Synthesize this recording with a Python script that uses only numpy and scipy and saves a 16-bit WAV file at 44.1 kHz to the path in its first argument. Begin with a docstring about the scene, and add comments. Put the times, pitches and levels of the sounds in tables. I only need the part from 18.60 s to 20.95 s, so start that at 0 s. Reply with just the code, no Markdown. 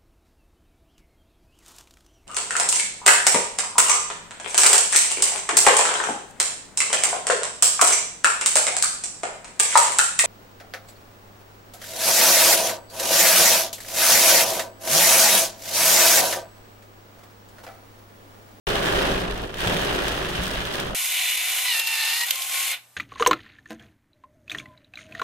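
"""Heavy rain on a slowly moving car, heard from inside the cabin; it thins for a moment and returns.
Random drops patter on the windshield and drum on the roof: each is a click, a crack and a short ring.
Single heavy drops tick and knock on the glass, and the wipers thump at each turn (fading low tones).
Underneath, the engine hums (two wavering tones), the road rumbles and the wet street hisses (noise)."""
import sys
import numpy as np
from scipy import signal
from scipy.fft import rfft, irfft
from scipy.io import wavfile

SR = 44100
rng = np.random.default_rng(int(sys.argv[2]) if len(sys.argv) > 2 else 0)


def wav_record(signal):
    """Record a signal, one row per channel, as 16-bit PCM in the file named by sys.argv[1]."""
    frames = np.transpose(np.atleast_2d(signal))
    bounded = np.clip(frames, -1, 1)
    # unit amplitude maps onto the largest positive 16-bit level
    quanta = np.round(bounded * 32767).astype(np.int16)
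    wavfile.write(sys.argv[1], SR, quanta)


N = 103546
TIME = np.arange(N) / SR

# Strength of the rain over time, before each layer's own level is added:
# start_s, windshield_db, roof_db, fine_spatter_db, low_roof_boom_db
RAIN_STRENGTH = [(0.07, -30.0, -27.5, -42.5, -34.5), (0.18, -30.0, -29.5, -46.0, -35.0),
                 (0.27, -27.0, -27.5, -41.0, -34.5), (0.38, -28.0, -26.5, -44.0, -35.5),
                 (0.5, -29.5, -26.0, -45.0, -32.0), (0.58, -31.5, -31.0, -45.0, -37.0),
                 (0.67, -35.5, -31.5, -55.0, -37.0), (0.76, -39.0, -37.5, -54.0, -42.5),
                 (0.84, -39.5, -34.5, -56.5, -44.5), (0.92, -45.5, -45.0, -62.5, -44.5),
                 (1.02, -29.0, -34.0, -40.5, -36.0), (1.1, -29.0, -28.5, -42.0, -33.5),
                 (1.44, -31.0, -30.5, -43.5, -37.5), (1.62, -33.0, -33.5, -47.0, -37.5),
                 (1.86, -33.5, -36.0, -44.5, -35.0), (2.08, -34.5, -36.0, -47.5, -43.0),
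                 (2.19, -33.5, -34.5, -45.0, -39.5), (2.33, -39.5, -35.0, -53.5, -41.5)]
# Colour of the fine spatter, also used for the ticks of big drops: frequency_hz, relative_level_db
SPATTER_COLOUR = [(200, -23), (1200, -14.5), (3300, 13), (4800, 4), (6000, 3), (7600, -1), (9000, 1.5),
                  (10500, -4), (12700, -1.5), (14000, -6), (16000, -3)]

ROOF_SPREAD_DB, ROOF_RING_DB = 1.5, 0.5  # variety of drop sizes; ring of the roof, shared with its boom


def gain_of(db):
    """Turns decibels into a plain multiplier."""
    return 10 ** (np.asarray(db) / 20)


def evened(x):
    """Scales a sound so that its average strength (rms) is 1."""
    return x / np.sqrt(np.mean(x ** 2) + 1e-20)


def read(points, hz):
    """Reads a frequency table in between its points, on a logarithmic frequency axis."""
    f, value = np.transpose(points)
    return np.interp(np.log(hz + 1), np.log(f + 1), value)


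def curve(rows, order):
    """Draws one column of a time table as a smooth line, sample by sample."""
    rows = np.array(rows)
    return np.interp(TIME, rows[:, 0], rows[:, order])


def add(mix, s, sound):
    """Mixes a sound in at a time in seconds, cutting off what runs past the end."""
    part = mix[:, round(s * SR):][:, :sound.shape[-1]]
    part += sound[..., :part.shape[1]]


def coloured(x, spectrum, size=4096):
    """Filters with the given spectrum; the filter never sounds ahead of its input and has unit energy."""
    hz = abs(np.fft.fftfreq(size, 1 / SR))
    log_gain = np.log(gain_of(read(spectrum, hz)))
    # the Hilbert transform supplies the phase that puts the energy as early as possible
    response = np.exp(np.conj(signal.hilbert(log_gain)))
    taps = np.fft.ifft(response).real
    taps = taps / np.linalg.norm(taps)
    return signal.oaconvolve(x, taps[None], axes=1)[:, :N]


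def paired(x):
    """Blends two unrelated channels so that they become alike, mostly in the bass."""
    # frequency_hz, left_right_likeness (0 to 1)
    likeness = [(30, 0.65), (120, 1), (250, 0.94), (450, 0.39), (800, 0.22), (1500, 0), (16000, 0.055)]
    z, hz = rfft(x), np.fft.rfftfreq(x.shape[1], 1 / SR)
    angle = np.arcsin(np.clip(read(likeness, hz), -1, 1)) / 2
    blend = np.cos(angle) * z + np.sin(angle) * z[::-1]
    return irfft(blend, x.shape[1])


def impact(ring_db, size=6144):
    """One spot struck by a drop: direct click, brief crack of the panel, ring of the cabin; unit energy."""
    # How long panel and cabin ring: frequency_hz, time_to_fade_60_db_s
    ring_time = [(60, 0.18), (350, 0.39), (1000, 0.024), (3000, 0.042), (8000, 0.067), (16000, 0.075)]
    lag_s, lag_spread_s = .00043, .00012
    crack_decay_s, crack_db, direct_db = 0.0021, -1, -4.0
    t = np.arange(size) / SR

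    # the far side hears the drop a little later
    lag = lag_s * rng.choice([-1, 1]) + lag_spread_s * rng.standard_normal()
    age = t - np.array([[abs(lag) + lag], [abs(lag) - lag]]) / 2
    direct = np.sinc(age * SR) * gain_of(direct_db)
    crack = evened(rng.standard_normal((2, size)) * (age > 0) * np.exp(-t / crack_decay_s))

    # the ring is noise that fades at its own speed in every frequency band
    hz, when, z = signal.stft(rng.standard_normal((2, size)), SR, nperseg=128)
    t60 = read(ring_time, hz)[:, None]
    fading = z * gain_of(-60 * when / t60) / np.sqrt(t60)
    ring = signal.istft(fading, SR)[1][:, :size]

    diffuse = paired(gain_of(crack_db) * crack + gain_of(ring_db) * evened(ring))
    return evened(direct + diffuse / np.sqrt(size)) / np.sqrt(size)


def shower(level_db, per_s, spread_db, ring_db, spectrum, count=20):
    """Random drops on many spots of a panel; in a lull they are both fewer and softer."""
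    thinning = .33  # share of a lull that comes from fewer drops
    density = gain_of(level_db - level_db.max()) ** (2 * np.clip(thinning, 0, 1))
    chance, spot = rng.random(N), rng.integers(0, count, N)
    size_db = spread_db * np.minimum(rng.exponential(1, N), 3.6)
    size = gain_of(size_db) * rng.choice([-1, 1], N)
    # per_s is the number of drops per second at the height of the downpour
    falls = chance < density * per_s / SR
    drops = evened(size * falls / np.sqrt(density)) * gain_of(level_db)

    hits = np.zeros((2, N))
    for k in range(count):
        on_this_spot = (drops * (spot == k))[None]
        hits += signal.oaconvolve(on_this_spot, impact(ring_db), axes=1)[:, :N]
    return coloured(hits, spectrum)


def road():
    """Tyre rumble through the body: steady noise, strongest in the bass."""
    # frequency_hz, relative_level_db
    road_colour = [(10, 6), (26, -29), (48, 17.5), (70, 1), (115, 3.5), (200, -11.5), (400, -7.5),
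                   (1000, -18.5), (3000, -43), (16000, -103)]
    level_db = -39.0
    return gain_of(level_db) * evened(coloured(paired(rng.standard_normal((2, N))), road_colour))


def wash():
    """Smooth hiss of the rain on the street, muffled by the windows: steady filtered noise."""
    # frequency_hz, relative_level_db
    wash_colour = [(100, -4), (500, 5), (1500, -9), (3200, -1.5), (5000, -25), (9000, -29), (11000, -31),
                   (16000, -30)]
    level_db = -49.5
    return gain_of(level_db) * evened(coloured(rng.standard_normal((2, N)), wash_colour))


def engine():
    """Engine hum: a wavering firing tone and a second tone at half its pitch."""
    # Hum in the cabin before the overall hum level is added: start_s, level_db
    hum_level = [(0.07, -29), (0.32, -40), (0.37, -22), (0.41, -35), (0.56, -25.5), (0.59, -44),
                 (0.73, -30), (0.95, -49), (0.96, -33.5), (1.92, -40), (1.99, -30), (2.02, -48), (2.3, -35),
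                 (2.34, -39)]
    firing_hz, hum_db, half_order_db = 46.46, -3, -0.5
    wander_share = 0.027  # typical (rms) pitch drift as a share of the firing pitch
    # many slow waves with random starting points make an irregular drift
    slow_waves = [np.sin(2 * np.pi * (f * TIME + rng.random())) for f in np.geomspace(.5, 8, 20)]
    wander = evened(sum(slow_waves))
    turn = 2 * np.pi * np.cumsum(firing_hz * (1 + wander_share * wander)) / SR
    tones = np.sin(turn) + gain_of(half_order_db) * np.sin(turn / 2)
    return gain_of(curve(hum_level, order=1) + hum_db) * evened(tones)


def wipers():
    """The blades flip over at each end of the sweep: a dull thump with a ring of the linkage."""
    # Wiper turns: start_s, level_db, pitch_hz, linkage_ring_relative_db
    turns = [(0.353, -29, 59, -8), (1.057, -22.5, 99, -1.5), (1.786, -25, 60, -4)]
    rise_s, linkage_hz, decay_s = 0.0064, 178.5, 0.032
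    out, t = np.zeros((2, N)), np.arange(SR // 2) / SR
    swell_and_fade = np.minimum(t / rise_s, 1) * np.exp(-np.maximum(t - rise_s, 0) / decay_s)
    for s, db, hz, linkage_db in turns:
        thump = np.sin(2 * np.pi * hz * t)
        linkage = gain_of(linkage_db) * np.sin(2 * np.pi * linkage_hz * t)
        add(out, s, gain_of(db) * (thump + linkage) * swell_and_fade)
    return out


def big_drops():
    """Single heavy drops on the windshield: a bright tick and a knock of the glass."""
    # Big drops, before the overall levels are added: start_s, tick_db, knock_db
    drop_list = [(0.1015, -24, -27), (0.1551, -22, -15.5), (0.7099, -29, -22.5), (0.7456, -35, -45),
                 (.778, -29.5, -38), (0.819, -32, -46), (0.8517, -38, -34), (.943, -28, -29),
                 (1.0055, -22, -38), (1.0205, -30, -26), (1.073, -20, -16), (1.1708, -22, -23),
                 (1.35, -24.5, -31), (1.4814, -18.5, -16), (1.835, -23.5, -26), (1.8675, -24, -33),
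                 (1.8795, -21.5, -49), (1.9214, -36, -43), (1.957, -41, -20), (2.138, -29, -29),
                 (2.155, -23.5, -37), (2.2005, -21, -29), (2.2355, -38, -40), (2.267, -31, -43)]
    # Colour of the knock: frequency_hz, relative_level_db
    knock_colour = [(100, -25), (600, 12), (1400, -19), (2000, -1), (3500, 5), (4500, -3), (7000, -30),
                    (16000, -44)]
    all_ticks_db, all_knocks_db, ring_db = 16.0, 15.5, -5.0
    ticks, knocks = np.zeros((2, 2, N))
    for s, tick_db, knock_db in drop_list:
        add(ticks, s, gain_of(tick_db + all_ticks_db) * impact(ring_db))
        add(knocks, s, gain_of(knock_db + all_knocks_db) * impact(ring_db))
    return coloured(ticks, SPATTER_COLOUR) + coloured(knocks, knock_colour)


def roof_boom():
    """Low boom of the roof under the drops, struck on ten spots."""
    # frequency_hz, relative_level_db
    boom_colour = [(30, -27.5), (80, -18.5), (118, -2.5), (138, -6.5), (182, 0.5), (220, -6), (400, -22.5),
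                   (1500, -26), (16000, -75)]
    level_db = curve(RAIN_STRENGTH, order=4) + 0.5
    return shower(level_db, 640, ROOF_SPREAD_DB, ROOF_RING_DB, boom_colour, count=10)


def fine_spatter():
    """Fine bright spatter of drops."""
    level_db = curve(RAIN_STRENGTH, order=3) + 7.5
    return shower(level_db, per_s=1100, spread_db=4.0, ring_db=-1, spectrum=SPATTER_COLOUR)


def roof_drumming():
    """Drops drumming on the roof, which sounds mostly between 200 and 1300 Hz."""
    # frequency_hz, relative_level_db
    roof_colour = [(60, -37.5), (200, -10), (255, -6), (292, -1.5), (328, -5), (352, 3), (377, 2.5),
                   (400, 1.5), (445, -3), (580, -1), (720, -3.5), (900, -8.5), (1300, -9), (4000, -48.5),
                   (16000, -79)]
    level_db = curve(RAIN_STRENGTH, order=2) + 1.9
    return shower(level_db, 1500, ROOF_SPREAD_DB, ROOF_RING_DB, roof_colour)


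def windshield_patter():
    """Dense patter of drops on the glass, struck on 36 spots."""
    # frequency_hz, relative_level_db
    glass_colour = [(100, -46), (400, -7), (700, -6.5), (950, -2), (1250, -1), (1700, 1.86), (2250, -5),
                    (2950, 0), (3600, -5), (4200, -10.5), (5000, -14), (7000, -21), (9000, -22),
                    (10500, -25.5), (16000, -37)]
    level_db = curve(RAIN_STRENGTH, order=1) + 2.5
    return shower(level_db, per_s=3000, spread_db=4, ring_db=-0.5, spectrum=glass_colour, count=36)


def scene():
    """Everything heard in the cabin."""
    background = road() + wash() + engine() + wipers()
    rain = roof_boom() + fine_spatter() + roof_drumming() + windshield_patter()
    return background + big_drops() + rain


def record(dry):
    """Left-right colour of the microphones, an abrupt start and a limit on the highest treble."""
    # frequency_hz, left_minus_right_db
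    tilt = [(30, -2), (90, -.6), (180, 4), (350, 0), (700, -1), (1400, -2), (2800, 0.9), (5600, -3.3),
            (9500, 2), (15000, 0)]
    start_s, edge_hz = .069, 15850
    tilt_db = read(tilt, np.fft.rfftfreq(N, 1 / SR))
    x = irfft(rfft(dry) * gain_of(np.array([tilt_db, -tilt_db]) / 2), N)
    x = x * (TIME > start_s)
    low_pass = signal.firwin(701, edge_hz, window=("kaiser", 9), fs=SR)
    return signal.oaconvolve(x, low_pass[None], "same")


dry = scene()
out = record(dry)
wav_record(out)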